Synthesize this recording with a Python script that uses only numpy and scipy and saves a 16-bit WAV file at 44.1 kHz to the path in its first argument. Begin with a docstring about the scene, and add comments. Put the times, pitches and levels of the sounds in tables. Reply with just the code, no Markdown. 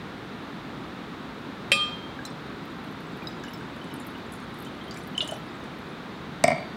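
"""Wine is poured in a thin stream into a hand-held glass: splashes are short noise snaps that ring the bowl,
bubbles are dying sines of climbing pitch, and stray droplets are faint short tones. Before the pour the bottle
neck clinks on the rim, and it taps again as it is lifted away; both are sums of dying modes and noise puffs.
Last, the glass is set on a wooden table where its foot rocks to rest, again as modes and noise.
A small quiet room adds dying noise echoes; shaped noise makes the steady rush of ventilation."""
import sys
import numpy as np
from scipy import signal
from scipy.fft import rfft, irfft
from scipy.io import wavfile

SR = 44100
rng = np.random.default_rng(int(sys.argv[2]) if len(sys.argv) > 2 else 0)


def to_wav(sig):
    """Store sig (one row per channel, or 1-D mono) as 16-bit WAV at the path in sys.argv[1].

    Samples outside -1..1 are clipped; the rate is SR.
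    """
    pcm = np.clip(np.atleast_2d(sig), -1, 1) * 32767
    pcm = np.round(pcm).astype(np.int16)
    wavfile.write(sys.argv[1], SR, pcm.T)  # frames by channels


N = 298380   # length of the scene in samples
TIME = np.arange(SR // 2) / SR   # the half second, in s, that each single sound may last


def amp(db):
    """Turn decibels into a factor of amplitude."""
    return 10 ** (np.asarray(db) / 20)


def add(out, start_s, sound):
    """Mix a sound in from its start time."""
    at = round(start_s * SR)
    out[at:at + len(sound)] += sound[:N - at]


def fade(t60_s):
    """An even dying away: 60 dB down after t60_s, which is never under 4 ms."""
    return amp(-60 * TIME / max(t60_s, .004))


def swell(rise_s):
    """The moment that a contact lasts: a smooth rise to 1."""
    return 1 - np.exp(-(TIME / rise_s) ** 2)


def tone(pitch_hz, t60_s):
    """A struck mode: a dying sine of height 1."""
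    return fade(t60_s) * np.sin(2 * np.pi * pitch_hz * TIME)


def burst(low_hz, high_hz, t60_s):
    """A dying puff of band noise, starting at rms 1."""
    band = signal.butter(2, [low_hz, min(high_hz, .45 * SR)], "band", fs=SR, output="sos")
    noise = signal.sosfilt(band, rng.standard_normal(len(TIME)))
    return fade(t60_s) * noise / noise.std()


def splashes():
    """Each splash snaps in its own band, rings the nearby modes of the filled bowl and throws droplets."""
    # clear splashes on the wall of the glass: start_s, level_db, centre_hz
    clear = [(2.2518, -37.5, 6460), (2.2522, -47, 13400), (2.8416, -58, 11100), (3.2353, -58, 13700),
             (3.2705, -49, 5370), (3.282, -53, 13500), (3.437, -43.5, 4600), (3.5341, -47, 5030),
             (3.5345, -48, 13500), (3.5785, -61, 13000), (3.8419, -55, 8300), (3.9387, -45, 10800),
             (4, -48, 9300), (4.0469, -58, 13000), (4.067, -44, 12700), (4.1068, -58, 10900),
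             (4.3213, -45.5, 9900), (4.336, -47, 9700), (4.355, -55, 10000), (4.4006, -55, 7700),
             (4.5413, -55, 9900), (4.5872, -52, 13200), (4.6026, -47, 11400), (4.6241, -49, 12600),
             (4.648, -50.5, 8050), (4.881, -58, 11500), (4.9099, -44, 5560), (4.9414, -47, 6540),
             (4.9638, -59, 10500), (4.9723, -44.5, 6940), (4.9868, -53, 11500), (5.0347, -54, 9150),
             (5.0721, -47.5, 13100), (5.1775, -35, 7300), (5.2153, -40.5, 7300), (5.2452, -49, 9600),
             (5.2756, -38.5, 6880), (5.2856, -49, 9200), (5.3105, -38, 8040), (5.34, -54, 12400),
             (5.365, -54, 11900)]
    # the filled bowl, damped by wine and hand: pitch_hz, level_db, t60_s
    filled_bowl = [(5329, 3.5, .2), (6200, -13, .06), (7140, 5.5, 0.1), (8231, -2, .08), (9600, -6, .08),
                   (9800, 7, 0.11), (11000, -12, .06), (11913, -3, 0.088), (12478, -3, .06),
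                   (12796, 5, 0.05), (14000, 2, .04), (14600, -3, .04), (15267, 2, .04)]
    snap_width_hz, snap_t60_s, skirt_db, ring_db = 1700, .015, -16, -4
    spray_mean_delay_s, spray_db = .02, -10.5
    # faint splashes fall anywhere between these corners: start_s, level_db, centre_hz
    low, high = np.array([2.6, -60, 8350]), np.array([5.85, -57.5, 14500])
    faint = low + (high - low) * rng.random((14, 3))

    out = np.zeros(N)
    modes_hz = np.array([pitch_hz for pitch_hz, mode_db, t60_s in filled_bowl])
    bins_hz = np.fft.rfftfreq(len(TIME), 1 / SR)
    treble_skirt = amp(skirt_db) / (1 + (5000 / (bins_hz + 1)) ** 4)
    snap_fade = fade(snap_t60_s) + amp(-17.5) * fade(.074)   # a quick drop with a faint longer tail
    for start_s, level_db, centre_hz in [*clear, *faint]:
        # modes near the band of the splash ring most, each by an uneven amount
        closeness = np.exp(-.5 * ((modes_hz - centre_hz) / snap_width_hz) ** 2)
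        mode_shares = closeness * amp(rng.normal(-11, 3, len(filled_bowl)))
        slosh = 1 + rng.normal(0, .012)   # the moving wine detunes the bowl a little
        modes = np.array([amp(mode_db) * tone(pitch_hz * slosh, t60_s)
                          for pitch_hz, mode_db, t60_s in filled_bowl])
        ring = amp(ring_db) * mode_shares @ modes

        snap_band = np.exp(-.5 * ((bins_hz - centre_hz) / snap_width_hz) ** 2) + treble_skirt
        snap = irfft(rfft(rng.standard_normal(len(TIME))) * snap_band)
        snap = amp(3.5) * snap_fade * snap / snap.std()
        add(out, start_s, amp(level_db) * swell(.00048) * (snap + ring))

        for wait, pitch, size in rng.random((9, 3)):
            delay_s = -spray_mean_delay_s * np.log(wait)
            droplet_hz = np.clip(centre_hz + 3.5 * snap_width_hz * (pitch - .5), 3000, 15500)
            droplet_db = level_db + spray_db + 8.8 * size - 60 * delay_s   # later droplets are fainter
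            droplet = swell(.0015) * tone(droplet_hz, 250 / droplet_hz)   # 60 dB down after 250 cycles
            add(out, start_s + delay_s, amp(droplet_db) * droplet)
    return out


def bubbles(rows, swell_cycles=1.7, rise=.0032):
    """A trapped bubble swells over a few cycles and rings, its pitch climbing as it nears the surface."""
    out = np.zeros(N)
    for start_s, level_db, pitch_hz, t60_s in rows:
        cycles = pitch_hz * TIME
        growth = 1 - np.exp(-cycles / swell_cycles)
        wave = np.sin(2 * np.pi * cycles * (1 + rise * np.sqrt(cycles)))
        add(out, start_s, amp(level_db) * growth * fade(t60_s) * wave)
    return out


def stream_bubbles():
    """Bubbles under the stream and at the neck: the louder a bubble, the sooner it dies."""
    # one row a bubble: start_s, level_db, starting pitch_hz
    stream_rows = [(2.19, -28, 1600), (2.2518, -30, 3950), (3.2212, -35.5, 2380), (3.2714, -27.5, 3820),
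                   (3.4377, -31, 1640), (3.4816, -34.5, 2870), (3.6088, -34.5, 1530), (3.8143, -38, 2990),
                   (3.9096, -39, 2930), (4.1516, -39, 2890), (4.6646, -39, 3030), (4.8116, -39, 3130),
                   (4.8795, -38, 3120), (4.9093, -34, 4620), (4.9627, -37, 2300), (5.151, -32, 2970),
                   (5.1793, -12.5, 2980), (5.29, -25, 2955)]
    loudest_t60_s, doubling_db = .029, 28   # the ring time doubles for a bubble this much fainter
    top_db = max(level_db for start_s, level_db, pitch_hz in stream_rows)
    return bubbles([(start_s, level_db, pitch_hz, loudest_t60_s * 2 ** ((top_db - level_db) / doubling_db))
                    for start_s, level_db, pitch_hz in stream_rows])


def glugs():
    """Glugs of air into the bottle: low bubbles that swell in fewer cycles, though more slowly, and climb more."""
    # one row a glug: start_s, level_db, starting pitch_hz
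    glug_rows = [(5.226, -26, 605), (5.292, -30, 610), (5.321, -20, 626), (5.326, -28, 784)]
    glug_t60_s = .049
    return bubbles([(*row, glug_t60_s) for row in glug_rows], swell_cycles=1.0, rise=.011)


def pings():
    """Drops that strike the glass squarely each sound one clear mode of steady pitch."""
    # one row a drop: start_s, level_db, pitch_hz, t60_s
    ping_rows = [(3.2712, -28.5, 5000, 0.03), (3.4817, -53, 10200, 0.1), (3.5361, -42, 5300, 0.081),
                 (3.9995, -52, 7150, 0.17), (3.912, -58, 5300, .2), (4.9099, -57, 5330, 0.27),
                 (4.9638, -61, 9700, 0.33)]
    return bubbles(ping_rows, rise=0)


def trickle():
    """Faint stray droplets of the stream, at random moments and pitches, of uneven size."""
    start_s, end_s, faintest_db = 2.7, 6, -64
    out = np.zeros(N)
    for when, pitch, size in rng.random((90, 3)):
        pitch_hz = 4500 * 3.3 ** pitch
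        droplet = swell(.0011) * tone(pitch_hz, 300 / pitch_hz)   # 60 dB down after 300 cycles
        add(out, start_s + when * (end_s - start_s), amp(faintest_db + 11 * size) * droplet)
    return out


def clink():
    """Rim modes come as close twins that beat: opposed twins start quiet and swell, the others throb."""
    # empty bowl and bottle neck: pitch_hz, level_db, t60_s, how far the twin lies below (split_hz),
    # twin share (times the mode's height; negative = opposite phase)
    empty_bowl = [(1214.5, -5, .52, 3.7, -1), (2460, -2.5, .43, 4.2, .44), (2620, -2.5, .38, 6.3, .55),
                  (3189.2, 2, .45, 4.6, -.8), (3180.4, -2, .8, -17.9, .45), (3820, -13, .33, 6.3, .4),
                  (4774, -14, .33, 4.3, .4), (5451, -17.5, .45, 6.2, .55), (7382, -17, .38, 6, .45),
                  (8282, -15.5, .28, 9, .5), (9688, -13, .2, 20, .6), (555, -3.5, .12, 30, .3),
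                  (1900, -7, .04, 150, .6), (2150, -5, .03, 120, .6), (3237, -13, .12, 39, .4),
                  (3500, -9, .04, 150, .7), (3973, -18, .15, 20, .3), (5033, -26, .25, 20, .3),
                  (7192, -19, .13, 20, .3), (7757, -28, .25, 20, .3), (9878, -23, .2, 20, .3),
                  (11010, -32, .3, 20, .3), (12810, -27, .2, 20, .3), (13970, -38, .3, 20, .3),
                  (14700, -34, .14, 20, .3)]
    start_s, ring_db, crack_db = 1.7172, -20, -15
    rings = sum(amp(level_db) * (tone(pitch_hz, t60_s) + share * tone(pitch_hz - split_hz, t60_s))
                for pitch_hz, level_db, t60_s, split_hz, share in empty_bowl)
    tail_fade = np.clip((TIME[-1] - TIME) / .05, 0, 1)   # the last 50 ms go smoothly to silence
    out = np.zeros(N)
    add(out, start_s, amp(ring_db) * swell(.00062) * rings * tail_fade)
    add(out, start_s, amp(crack_db) * swell(.00047) * burst(1680, 3600, .061))
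    add(out, start_s, amp(crack_db - 25) * burst(6800, 15500, .082))
    add(out, start_s, amp(crack_db - 17.5) * burst(3200, 4500, .65))   # dense faint modes of the bottle
    return out


def neck_tap():
    """The neck taps the rim as it is lifted away: a few short modes and a puff of noise."""
    # struck modes: pitch_hz, level_db, t60_s
    neck_modes = [(2880, -2.5, 0.095), (3490, -6, 0.072), (3740, -2.5, 0.028), (4180, -17, 0.063),
                  (4580, -29, 0.11)]
    start_s, tap_db = 5.2053, -17
    rings = sum(amp(level_db) * tone(pitch_hz, t60_s) for pitch_hz, level_db, t60_s in neck_modes)
    out = np.zeros(N)
    add(out, start_s, amp(tap_db) * swell(.00033) * rings)
    add(out, start_s, amp(tap_db - 20.5) * burst(3000, 3870, .33))   # faint modes of the bottle
    return out


def set_down():
    """Each landing thumps the table; the contacts grow softer, so the foot rings less, down to a floor."""
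    # the foot lands and rocks to rest: start_s, level_db
    landings = [(6.4388, -3.5), (6.4790, -8), (6.5017, -13), (6.515, -13), (6.527, -19), (6.558, -24),
                (6.580, -22), (6.603, -26), (6.624, -28)]
    # low modes of the table top: pitch_hz, level_db, t60_s
    table_modes = [(95, -32, .2), (150, -22, .08), (245, -13, .07), (580, -10, .07), (661, -5.5, .062),
                   (725, -11.5, .07), (991, -17, .04), (1339, -21, .05), (1860, -20, .06), (2080, -16, .07),
                   (2188, -12, .04), (2280, -13, .045), (2352, -15, .04)]
    # high modes of the glass foot and stem: pitch_hz, level_db, t60_s
    foot_modes = [(4630, -32, .75), (5156, -25.5, .3), (7752, -29, .14), (8370, 1.5, .011),
                  (3500, -18, .02), (5740, -11, .02), (10000, -24, .015), (11700, -28, .02),
                  (12700, -24, .03)]
    first_foot_db, loss_per_landing_db, softest_foot_db = -6.5, 6.5, -28
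    out = np.zeros(N)
    for count, (start_s, landing_db) in enumerate(landings):
        foot_db = max(first_foot_db - loss_per_landing_db * count, softest_foot_db)
        # neighbouring modes of the board start opposed, so the thump blooms after the tick
        wood = sum((-1) ** k * amp(level_db + rng.normal(0, 1.8)) * tone(pitch_hz, t60_s)
                   for k, (pitch_hz, level_db, t60_s) in enumerate(table_modes))
        # the many faint modes of the wood
        wood += amp(-12.5) * burst(190, 2200, .023) + amp(-16.5) * burst(500, 840, .06)
        glass = sum(amp(level_db) * tone(pitch_hz, t60_s) for pitch_hz, level_db, t60_s in foot_modes)
        glass += amp(-3.5) * burst(1000, 6500, .013)
        add(out, start_s, amp(landing_db) * (swell(.002) * wood + amp(foot_db) * swell(.0006) * glass))
    return out


def room(sound):
    """Dense dying echoes from 3 ms on, dulled by the walls."""
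    echo_t60_s, echo_db, wall_hz = .4, -13.5, 4860
    echoes = fade(echo_t60_s) * rng.standard_normal(len(TIME)) * (TIME > .003)
    echoes = signal.sosfilt(signal.butter(2, wall_hz, fs=SR, output="sos"), echoes)
    return amp(echo_db) * signal.fftconvolve(sound, echoes / np.linalg.norm(echoes))[:N]


def rush():
    """Steady smooth noise of moving air from the ventilation, shaped along a curve over pitch."""
    # points of the curve: pitch_hz, level_db (relative, per Hz)
    curve = [(12, -68), (20, -26), (32, -33), (60, -10), (91, -11), (155, -2), (265, -1.5), (549, -12),
             (597, -13.5), (1270, -12), (3040, -24), (3700, -21), (5330, -35.5), (15100, -59.5),
             (16400, -60)]
    rush_rms_db = -38
    curve_hz, curve_db = np.transpose(curve)
    bins_hz = np.fft.rfftfreq(N, 1 / SR) + 1   # 1 Hz up, as zero has no logarithm
    shape = amp(np.interp(np.log(bins_hz), np.log(curve_hz), curve_db))
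    noise = irfft(rfft(rng.standard_normal(N)) * shape, N)
    return amp(rush_rms_db) * noise / noise.std()


def microphone_hiss():
    """The microphone's own hiss: even noise at -68 dB rms."""
    return amp(-68) * rng.standard_normal(N)


def scene():
    """Wine, glass and table close by, with their room, over the rush of air."""
    near = splashes() + stream_bubbles() + glugs() + pings() + trickle() + set_down()
    rim = clink() + neck_tap()
    wet = room(near + amp(-8) * rim)   # clink and tap send 8 dB less to the room, so their rings stay clear
    return (near + rim + wet + rush() + microphone_hiss())[None]


def record(dry):
    """The top is cut: a steep low-pass filter is 70 dB down from 16500 Hz up."""
    return signal.sosfilt(signal.cheby2(18, 70, 16500, fs=SR, output="sos"), dry)


dry = scene()
out = record(dry)
to_wav(out)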